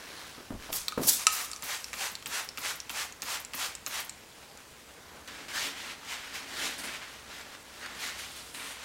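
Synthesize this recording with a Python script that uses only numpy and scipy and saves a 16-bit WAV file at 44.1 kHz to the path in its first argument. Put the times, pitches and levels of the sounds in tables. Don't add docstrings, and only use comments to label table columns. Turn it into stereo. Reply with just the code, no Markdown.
import sys
import numpy as np
from scipy import signal
from scipy.fft import rfft, irfft, next_fast_len
from scipy.io import wavfile
from scipy.ndimage import uniform_filter1d, map_coordinates

SR = 44100
rng = np.random.default_rng(int(sys.argv[2]) if len(sys.argv) > 2 else 0)


def invert_db(x):
    u = np.asarray(x, float) / 20
    return 10 ** u


def master(y):
    cut = np.clip(np.atleast_2d(y).T, -1, 1)
    pcm = np.round(cut * 32767)
    wavfile.write(sys.argv[1], SR, pcm.astype(np.int16))


N = 389844

# [pull t/s, click level/dB, loudest ring f/Hz, flow level/dB, wait until full flow/s]
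SQUEEZES = [(1.6224, -24, 7450, -40, 0.073), (1.93, -22, 2300, -38, 0.082),
            (2.258, -21, 3000, -38.5, 0.085), (2.573, -22, 2720, -38.5, 0.079),
            (2.894, -20, 3170, -39, 0.078), (3.219, -20, 6440, -38.5, 0.08),
            (3.534, -23, 2900, -37.5, 0.069), (3.8622, -17.5, 6600, -40, 0.08)]
# [f/Hz, likeness 0..1]
NEAR_ALIKE = [(300, 1), (1400, 0.98), (3000, 0.52), (7000, 0.42), (15000, 0.57)]


def unit(x):
    return x / np.sqrt(np.mean(x ** 2) + 1e-20)


def along(points, hz):
    f, v = np.transpose(points)
    return np.interp(np.log(hz + 1), np.log(f + 1), v)


def wobble(rate):
    knots = rng.standard_normal(int(N * rate / SR) + 4)
    return map_coordinates(knots, [np.arange(N) * rate / SR])


def filtered(x, response):
    m = next_fast_len(N + SR // 2)
    return irfft(rfft(x, m) * response(np.fft.rfftfreq(m, 1 / SR)), m)[..., :N]


def resonance(f, centre_hz, width_hz):
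    return 1j * f * width_hz / (centre_hz ** 2 - f * f + 1j * f * width_hz)


def high_pass(x, corner_hz):
    return filtered(x, lambda f: (1j * f / (corner_hz + 1j * f)) ** 3)


def curve(*tables):
    t = np.arange(N) / SR
    return sum(invert_db(np.interp(t, *np.transpose(table), -200, -200)) for table in tables)


def swells(rows):
    power, t = np.full(N, 1e-20), np.arange(N) / SR
    for s, hold, db, rise, fall, *start in rows:
        rise, fall = np.clip([rise, fall], .001, 1)
        first = max(s - 6 * rise, 0, *start)
        near = slice(round(first * SR), round((s + hold + 6 * fall) * SR))
        early = (s - t[near]) / rise
        late = (t[near] - s - hold) / fall
        away = np.maximum(np.maximum(early, late), 0)
        power[near] += invert_db(db - 10 * away ** 0.98) ** 2
    return np.sqrt(power)


def rush(spectrum, alike, patchy_db, grit_db, left_lead, shape=None):
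    grains = invert_db(grit_db * wobble(900)) * rng.standard_normal((2, N))
    hz, t, z = signal.stft(grains, SR, nperseg=512)
    field = uniform_filter1d(rng.standard_normal(z.shape[1:]), 6, 0)
    field = uniform_filter1d(field, 8, 1)
    z = z * invert_db(np.clip(patchy_db, 0, 1.2) * unit(field) + along(spectrum, hz)[:, None])
    if shape:
        z = z * shape(hz[:, None], t)
    turn = np.arccos(np.clip(along(alike, hz), -1, 1))[:, None] / 2
    mid, side = z[0] * np.cos(turn), z[1] * np.sin(turn)
    lead = np.exp(1j * np.pi * hz * left_lead / 1000)[:, None]
    pair = np.array([(mid + side) * lead, (mid - side) / lead])
    return unit(signal.istft(pair, nperseg=512)[1][:, :N])


def ring(modes, t, spread):
    luck = rng.standard_normal((len(modes), 2))
    total = 0
    for (hz, db, t60), (strength, detune) in zip(modes, luck):
        fade = invert_db(db + 2.5 * strength - 60 * t / t60)
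        total = total + fade * np.sin(2 * np.pi * hz * (1 + spread * detune) * t)
    return total


def air():
    # [f/Hz, level/dB per Hz]
    draught_colour = [(15, -50), (25, -20), (49, -2.5), (148, -14), (183, -9), (281, -8), (349, -14),
                      (410, -8), (722, -11.5), (804, -10.5), (7700, -18), (15500, -27)]
    # [f/Hz, likeness 0..1]
    air_alike = [(60, 0.33), (180, 0.24), (550, 0.36), (1650, 0.33), (4970, 0.026), (15000, 0.06)]
    # [f/Hz, level/dB per Hz]
    fleece = [(120, -31), (200, -7.5), (419, -16.5), (459, -8), (560, -14.5), (1410, -9.5), (1630, -8.5),
              (4160, -13), (15000, -28.5)]
    # [t/s, level/dB]
    sleeve = [
        [(0.0, -45.5), (0.222, -42.5), (0.49, -53.5), (0.508, -66), (0.56, -57), (0.632, -43), (0.72, -47)],
        [(4.11, -58), (4.25, -62.5), (4.446, -50.5), (4.462, -65), (4.7, -70)],
    ]
    # [t/s, level/dB]
    far_sleeve = [(4.7, -72.5), (4.9, -53), (5.086, -49.5), (5.156, -43.5), (5.27, -56)]
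    draught = rush(draught_colour, air_alike, patchy_db=3.0, grit_db=1.46, left_lead=.001)
    draught = invert_db(-50 + 0.13 * wobble(2.94)) * draught
    note = filtered(rng.standard_normal(N), lambda f: resonance(f, centre_hz=66.4, width_hz=12.0))
    rustle = rush(fleece, [(300, .6), (3000, .3)], patchy_db=1.2, grit_db=2.5, left_lead=-.19)
    far = curve(far_sleeve) * filtered(rustle, lambda f: 1 / (1 + (f / 2600) ** 2))
    near = curve(*sleeve) * invert_db([[-1.5], [1.5]]) * rustle
    return draught + invert_db(-65.5) * unit(note) + far + near


def room(x):
    # [f/Hz, t60/s]
    walls = [(200, 0.54), (2000, 0.67), (10000, 0.19)]
    # [f/Hz, likeness 0..1]
    walls_alike = [(250, .8), (900, 0)]
    hz, t, z = signal.stft(rng.standard_normal((2, SR // 2)), SR, nperseg=256)
    turn = np.arccos(along(walls_alike, hz))[:, None] / 2
    z = z[0] * np.cos(turn) + z[1] * np.sin(turn) * [[[1]], [[-1]]]
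    fade = invert_db(-60 * t / along(walls, hz)[:, None])
    tail = signal.istft(z * fade, SR, nperseg=256)[1]
    late = np.pad(x, (150, 0))[None]
    return signal.fftconvolve(late, tail / np.linalg.norm(tail[0]), axes=1)[:, :N]


def knocks():
    # [t/s, peak level/dB, hardness/dB per octave]
    bumps = [(.379, -39.5, 9.5), (.399, -39, 7), (0.5055, -22.5, 1), (.55, -38, -6), (.536, -37, -2),
             (0.692, -39, 11.5), (0.726, -40, 6), (0.9763, -16, 5.5), (.996, -17, -5), (1.049, -26.5, -14),
             (1.074, -42.5, 14)]
    # [f/Hz, level/dB, t60/s]
    shell = [(147, -9.5, .1), (227.5, -2.5, .15), (274.6, 2.5, 0.12), (526, -8, .05), (710, -14, .09),
             (936, -10, 0.053), (1230, -15, 0.027)]
    # [f/Hz, level/dB per Hz]
    thud = [(120, -5), (300, 2.5), (600, 1.5), (1400, -10), (2500, -18), (6000, -30)]
    # [t/s, level/dB]
    slosh = [
        (0.52, -40),
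        (0.578, -45),
        (0.64, -59),
        (0.768, -54),
        (0.86, -71),
    ]
    out, slaps, t = np.zeros(N + SR), np.zeros(N + SR), np.arange(SR // 4) / SR
    pistons = [(s + 0.012, -39.5, -6) for s, *_ in SQUEEZES]
    for s, db, hard_db in bumps + pistons:
        modes = [(hz, level + hard_db * np.log2(hz / 280), t60) for hz, level, t60 in shell]
        at = round(s * SR)
        out[at:][:len(t)] += invert_db(db - 12.5) * ring(modes, t, spread=0.034)
        slaps[at:][:len(t)] += invert_db(db + hard_db - 19.5 - 60 * t / 0.25)
    slap = slaps[:N] * rush(thud, [(300, 0.99), (1400, 0.45)], patchy_db=0.0, grit_db=4.5, left_lead=.001)
    heave_colour = [(20, -1.0), (35, 0), (90, -11), (200, -17), (400, -92)]
    heave = rush(heave_colour, [(50, 1.0)], patchy_db=.5, grit_db=0.0, left_lead=.001)
    return high_pass(out[:N], corner_hz=45), slap + curve(slosh) * heave


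def froth():
    # [t/s, hold/s, level/dB]
    foam = [(6.783, 0.021, -41), (6.838, 0.015, -40), (7.79, .03, -54), (7.95, .05, -55),
            (8.187, .012, -46), (8.25, .09, -53), (8.36, .03, -48), (8.42, 0.12, -54), (8.542, .012, -42.5),
            (8.57, 0.11, -46.5), (8.686, 0.036, -44.5)]
    colour = [(5000, -19), (8500, 0.5), (11000, -2), (13500, -7), (16000, -15)]
    bursts = swells([(*row, 0.0033, 0.032) for row in foam])
    return bursts * invert_db(-2.0) * rush(colour, NEAR_ALIKE, patchy_db=-4.0, grit_db=2.5, left_lead=0.11)


def rag():
    # [t/s, hold/s, scrub level/dB, rise/s for 10 dB, fibre over scrub/dB]
    strokes = [(5.2755, 0.013, -46, -0.1, -2.5), (5.29, 0.15, -48, 0.02, -7), (5.483, 0.046, -45.5, 0, -2),
               (5.553, 0.05, -37, 0.0273, -0.5), (5.63, .045, -39, .03, 0), (5.771, 0.14, -44, 0.02, -4),
               (6.1, 0.035, -41, 0.05, -2.5), (6.22, 0.071, -47, 0.2, -6), (6.343, 0.04, -41.5, 0.02, -2.5),
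               (6.45, 0.092, -52, 0.2, -18), (6.569, 0.035, -41.5, 0, -4), (6.631, 0.035, -38, 0.12, 0.5),
               (6.683, 0.017, -45, 0, -7), (6.788, 0.022, -44, 0, -1.5), (6.836, 0.088, -42.5, 0, -5.5),
               (6.937, .025, -43, 0, -5.5), (7.017, 0.016, -45, .008, -18), (7.07, 0.077, -52, 0.3, -3),
               (7.308, 0.095, -48.5, 0.04, -3.5), (7.448, 0.11, -52.5, 0, -6), (7.633, .08, -64, -1, -10),
               (7.74, .08, -54, 0.1, -2.5), (7.83, 0.028, -44, 0.03, -12), (7.905, 0.1, -49.5, 0.07, -7),
               (8.01, 0.03, -45, 0.04, 1), (8.05, 0.036, -41.5, 0.04, -0.5), (8.123, 0.036, -49, .03, -12),
               (8.191, 0.041, -47, 0.04, 0), (8.328, 0.077, -53.5, 0.4, 3.5),
               (8.546, 0.035, -46, -0.03, -4), (8.594, 0.052, -45.5, 0, -6), (8.68, 0.035, -45, 0.07, -4),
               (8.822, 0.022, -46.5, .09, -4.5)]
    # [t/s, scrub level/dB, fibre over scrub/dB]
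    snags = [
        (7.028, -43.5, -21),
        (7.412, -46.5, -2),
        (7.55, -45, -10),
        (7.862, -41, -6),
        (8.548, -50, 3),
        (5.675, -45.5, -5),
    ]
    # [t/s, lean on the pane/dB, air pocket f/Hz]
    hand = [(5.28, -52, 1700), (5.5, -54.5, 2500), (5.55, -51, 1460), (5.61, -56, 1950),
            (5.628, -58.5, 3000), (5.65, -52.5, 2510), (5.69, -52.5, 3000), (5.8, -53, 2400),
            (6.0, -59, 2480), (6.4, -57, 2470), (6.54, -49.5, 1660), (6.6, -53.5, 1720), (6.65, -48, 2200),
            (6.75, -55, 2100), (6.8, -48, 1800), (6.86, -48.5, 2100), (6.95, -57, 2600), (7.03, -59, 2400),
            (7.1, -57.5, 2100), (7.85, -56, 1700), (7.97, -57, 1550), (8.02, -58, 2300), (8.07, -58, 1800),
            (8.2, -60, 2500), (8.3, -56.5, 2400), (8.55, -55, 2200), (8.6, -56, 2600), (8.72, -59, 2920),
            (8.84, -66.5, 2200)]
    # [f/Hz, width/Hz, level/dB]
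    pane = [(167, 42, 3.5), (275, 27.5, 10), (356, 27, 2), (444, 22, 2.5), (634, 28, -11)]
    # [f/Hz, level/dB per Hz]
    scrub_colour = [(240, -36), (400, -23.5), (450, -34), (486, -10), (874, -5), (1650, -1.5), (4570, -6.5),
                    (9000, -18), (11700, -45), (19800, -120)]
    # [f/Hz, level/dB per Hz]
    fibre_colour = [(1760, -19), (3000, -0.5), (8010, -3.5), (12100, -11), (15500, -19.5)]
    scrubs, brushes = [], []
    for s, hold, db, rise, over_db in strokes:
        fall = 0.036 + 0.49 * rise
        scrubs.append((s, hold, db, rise, fall))
        brushes.append((s, hold, db + over_db, 0.84 * rise, 0.84 * fall))
    for s, db, over_db in snags:
        scrubs.append((s, 0.0012, db, 0.0042, 0.0041))
        brushes.append((s, 0.0012, db + over_db, 0.0042, 0.0041))
    effort, speed = swells(scrubs), swells(brushes)

    def bump(hz, centre):
        return np.exp(-.5 * (np.log(hz / centre + 1e-3) / 0.21) ** 2)

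    def pocket(hz, t):
        centre = np.interp(t, *np.transpose(hand)[::2])
        effort_db = 20 * np.log10(np.interp(t * SR, np.arange(N), effort))
        depth_db = np.clip(.5 * (effort_db + 53), 0, 6)
        gain = invert_db(depth_db * (bump(hz, centre) + 0.56 * bump(hz, 2.6 * centre)))
        return gain / np.sqrt(np.mean(gain[10:48] ** 2, axis=0))

    def door(f):
        modes = [(-1) ** k * invert_db(db) * resonance(f, c, w) for k, (c, w, db) in enumerate(pane)]
        return 0.18 + sum(modes)

    judder = .7 * wobble(45)
    scrub = rush(scrub_colour, NEAR_ALIKE, patchy_db=0.0, grit_db=1.5, left_lead=0.073, shape=pocket)
    scrub = invert_db(3.0 + 1.5 * judder) * scrub
    fibre = rush(fibre_colour, NEAR_ALIKE, patchy_db=3.5, grit_db=1.0, left_lead=0.055)
    fibre = invert_db(5.0 + 0.86 * judder) * fibre
    push_colour = [(60, -22), (150, -17.0), (800, 1.0), (1500, -21)]
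    push = rush(push_colour, [(200, 1.0)], patchy_db=8.0, grit_db=2.0, left_lead=0.05)
    lean = curve(np.array(hand)[:, :2]) * (effort / invert_db(-40.5)) ** 0.42
    return effort * scrub + speed * fibre + lean * unit(filtered(push, door))


def whistle():
    # [f/Hz, width/Hz, level/dB]
    bore_modes = [(4500, 70, -4), (6102, 60, 0), (6946, 60, -1), (7830, 60, -3), (8270, 60, -3),
                  (10922, 70, -4), (11668, 60, -4), (14150, 200, -6)]
    # [t/s, hold/s, level/dB, rise/s, fall/s for 10 dB]
    puff = (1.082, .016, -27, .008, .008)

    def bore(f):
        return sum((-1) ** k * invert_db(db) * resonance(f, c, w) ** 2 for k, (c, w, db) in enumerate(bore_modes))

    return swells([puff]) * unit(filtered(rng.standard_normal(N), bore))


def spray():
    # [f/Hz, level/dB per Hz]
    nozzle = [(1200, -50), (2200, -21), (3500, -6.5), (6000, -0.5), (8500, -2), (11000, -5), (16000, -21)]
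    # [f/Hz, level/dB per Hz]
    spit_colour = [(5000, -49), (8000, -14), (11000, 0.5), (14000, 1), (16500, -4.5)]
    # [f/Hz, level/dB per Hz]
    patter = [(180, -32), (300, -15.5), (926, -2.5), (1170, -1), (1340, -1.5), (1450, -1.5), (2520, -1),
              (7670, -8), (12000, -47), (15600, -50), (22000, -120)]
    # [opening peak/dB, shutting t/s, shutting peak/dB]
    valve_rows = [(-27, 1.7994, -46), (-40, 2.1131, -29), (-25, 2.4418, -33), (-26, 2.7556, -27.5),
                  (-28, 3.3, -33), (-28.5, 3.3982, -27), (-21, 4, -26), (-24, 4.0437, -29)]
    # [t/s, hold/s, level/dB, rise/s, fall/s for 10 dB]
    puffs = [
        (0.727, 0.018, -36, .004, 0),
        (0.757, 0.0059, -32, 0.016, 0.06),
        (1.036, 0.025, -35, 0.018, 0),
        (1.083, 0.015, -20, 0.012, 0.01),
        (1.108, 0.027, -29, 0.017, 0.09),
        (1.324, 0.016, -34.5, 0.0087, 0.13),
        (1.427, 0.034, -43.5, .05, -0.25),
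        (1.643, 0.014, -44.5, 0.011, 0.3),
    ]
    # [t/s, hold/s, level/dB, rise/s, fall/s for 10 dB]
    dribbles = [
        (0.795, .01, -57, .03, 0.43),
        (1.196, 0.044, -43.5, 0.012, 0),
        (1.28, 0.03, -41, .002, 0),
        (1.388, 0.031, -40.5, .05, 0.02),
    ]
    valve, t = np.zeros(N), np.arange(SR // 10) / SR
    shuts = [row[1:] for row in valve_rows]
    opens = [(pull[0] + 0.012, row[0]) for pull, row in zip(SQUEEZES, valve_rows)]
    for s, db in shuts + opens:
        valve[round(s * SR):][:len(t)] += invert_db(db - 11 - 60 * t / .07) * (1 - np.exp(-t / .002))

    def flow(over_db, slow):
        return [(s + wait, 0.055, db + over_db, slow * 0.05, 0.04, s) for s, _, _, db, wait in SQUEEZES]

    def squirts(over_db):
        return [(s + 0.0083, .002, -38.5 + over_db, .002, 0.0081) for s, *_ in SQUEEZES]

    gasps = [(s, hold, db - 3, rise, 0.4 * fall) for s, hold, db, rise, fall in puffs]
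    flecks = [(s, hold, -43.5 + 0.46 * (db + 29), rise, fall) for s, hold, db, rise, fall in puffs]
    jet = swells(flow(0, 0.93) + squirts(-19) + puffs + dribbles)
    gas = swells(flow(-11.5, 2.3) + gasps)
    wet = swells(flow(1, 0.91) + squirts(0) + flecks + dribbles)
    hiss = jet * invert_db(-0.5) * rush(nozzle, NEAR_ALIKE, patchy_db=4.2, grit_db=1.5, left_lead=0.0052)
    gusts = gas * invert_db(3.5 + 1.2 * wobble(90)) + valve
    spit = gusts * rush(spit_colour, NEAR_ALIKE, patchy_db=3.5, grit_db=2.0, left_lead=0.013)
    splashes = wet * invert_db(3.0 + 0.65 * wobble(60))
    drops = splashes * rush(patter, NEAR_ALIKE, patchy_db=2.0, grit_db=1.0, left_lead=0.0066)
    return hiss + spit + drops


def trigger():
    # [f/Hz, level/dB, t60/s]
    lever = [(2700, -7, .007), (4300, -8, .007), (5600, -6, .006), (7300, -5, .006), (9000, -10, .005)]
    # [f/Hz, level/dB, t60/s]
    stop = [(2837, -5, .007), (4027, -8, .006), (5265, -3, .007), (5905, -5, .009), (8226, -10, .005),
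            (8877, -9, .005), (14500, -19, .003)]
    # [f/Hz, level/dB, t60/s]
    bottle = [(800, -9, .03), (980, -6, .03), (1165, -3, .05), (1230, 1, .06), (1420, -5, .03)]
    # [t/s, peak level/dB, loudest ring f/Hz]
    return_rows = [(1.514, -22.5, 7400), (1.842, -22, 5400), (2.152, -22, 4300), (2.488, -24, 5270),
                   (2.801, -22, 5830), (3.123, -30.5, 6590), (3.4477, -25, 7400), (3.7506, -24, 7300),
                   (4.094, -23, 7500)]
    # [t/s, peak level/dB, loudest ring f/Hz, bottle/dB, snap/dB]
    fumbles = [
        (0.7278, -19, 3400, -19, -16),
        (0.8812, -14, 4180, -13, -16),
        (0.921, -28.5, 2380, 2.5, -29),
        (1.0331, -22, 5960, -12, -17),
        (1.5316, -23, 4570, -12, -33),
        (1.5608, -27, 6140, -22, -34),
        (1.882, -32, 2210, -36, -28),
        (2.224, -32, 3230, -11, -27),
        (4.573, -36, 6960, -18, -26),
    ]
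    # [t/s, peak level/dB, loudest ring f/Hz, bottle/dB, snap/dB]
    slam = (1.2672, 0, 7270, -17, -42)
    # [t/s, level/dB]
    facets = [(0, 0), (.0022, -11), (.0038, -13), (.0076, -19)]
    # [t/s, level/dB]
    creaks = [
        [(1.19, -55), (1.244, -62), (1.26, -43)],
        [(1.28, -39), (1.36, -46), (1.496, -56), (1.534, -53), (1.6, -54)],
    ]
    out, rattles, t = np.zeros(N + SR), np.zeros(N + SR), np.arange(SR // 8) / SR
    pulls = [(s, db, hz, -16.5, -26) for s, db, hz, *_ in SQUEEZES]
    returns = [(*row, -32, -34) for row in return_rows]
    seats = [(s + .0065, db - 12, 1.5 * hz ** .95, bottle_db, snap_db) for s, db, hz, bottle_db, snap_db in pulls]
    for s, db, hz, bottle_db, snap_db in fumbles + [slam] + pulls + returns + seats:
        own = invert_db(-60 * t / .005) * np.sin(2 * np.pi * hz * t)
        noise = rng.standard_normal((2, len(t) + 2))
        snap = invert_db(snap_db + 5 - 60 * t / .007) * np.diff(noise[0], 2)
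        if db > -5:
            parts = ring(stop, t, spread=0)
        else:
            parts = invert_db(-1) * ring(lever, t, spread=.07)
        hollow = invert_db(bottle_db + 1.0) * ring(bottle, t, spread=0.014) * (1 - np.exp(-t / 0.00055))
        bite = 1 + 1.1 * np.exp(-t / .0006)
        rings = (bite * (own + parts) + hollow) * (1 - np.exp(-t / .00008))
        at = round((s + .0014) * SR)
        out[at:][:len(t)] += invert_db(db - 5) * (snap - rings)
        rattles[at:][:len(t)] += invert_db(db - 11 - 60 * t / .03) * noise[1, 2:]

    def echoes(f):
        return sum(invert_db(db) * np.exp(-2j * np.pi * f * s) for s, db in facets)

    dull = filtered(rattles[:N], lambda f: resonance(f, centre_hz=5200, width_hz=5000) ** 2)
    creak = filtered(rng.standard_normal(N), lambda f: resonance(f, centre_hz=1220, width_hz=170))
    creak = curve(*creaks) * invert_db(-5.0 + 2.5 * wobble(38.9)) * unit(creak)
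    return high_pass(filtered(out[:N], echoes) + dull, corner_hz=690) + creak


def scene():
    clicks = trigger()
    bumps, heave = knocks()
    wet = spray() + rag() + froth()
    answers = invert_db(-8) * room(clicks) + invert_db(-16.5) * room(bumps) + invert_db(-10.0) * room(wet.mean(axis=0))
    rest = bumps + heave + wet + answers + air() + whistle()
    return clicks * invert_db([[-.4], [.4]]) + filtered(rest, lambda hz: hz < 15850)


def top_cut(x):
    return signal.sosfilt(signal.butter(12, 16520, fs=SR, output="sos"), x)


def record(dry):
    # [f/Hz, left minus right/dB]
    lean = [(60, 0), (180, 0.5), (550, 1.5), (1650, -1.5), (4970, -1.5), (15000, 0.5)]

    def microphones(hz):
        return invert_db(along(lean, hz) * np.array([[.5], [-.5]])) * (hz < 16500)

    mix = np.clip(filtered(dry, microphones), -1, 1)
    return top_cut(mix)


dry = scene()
out = record(dry)
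master(out)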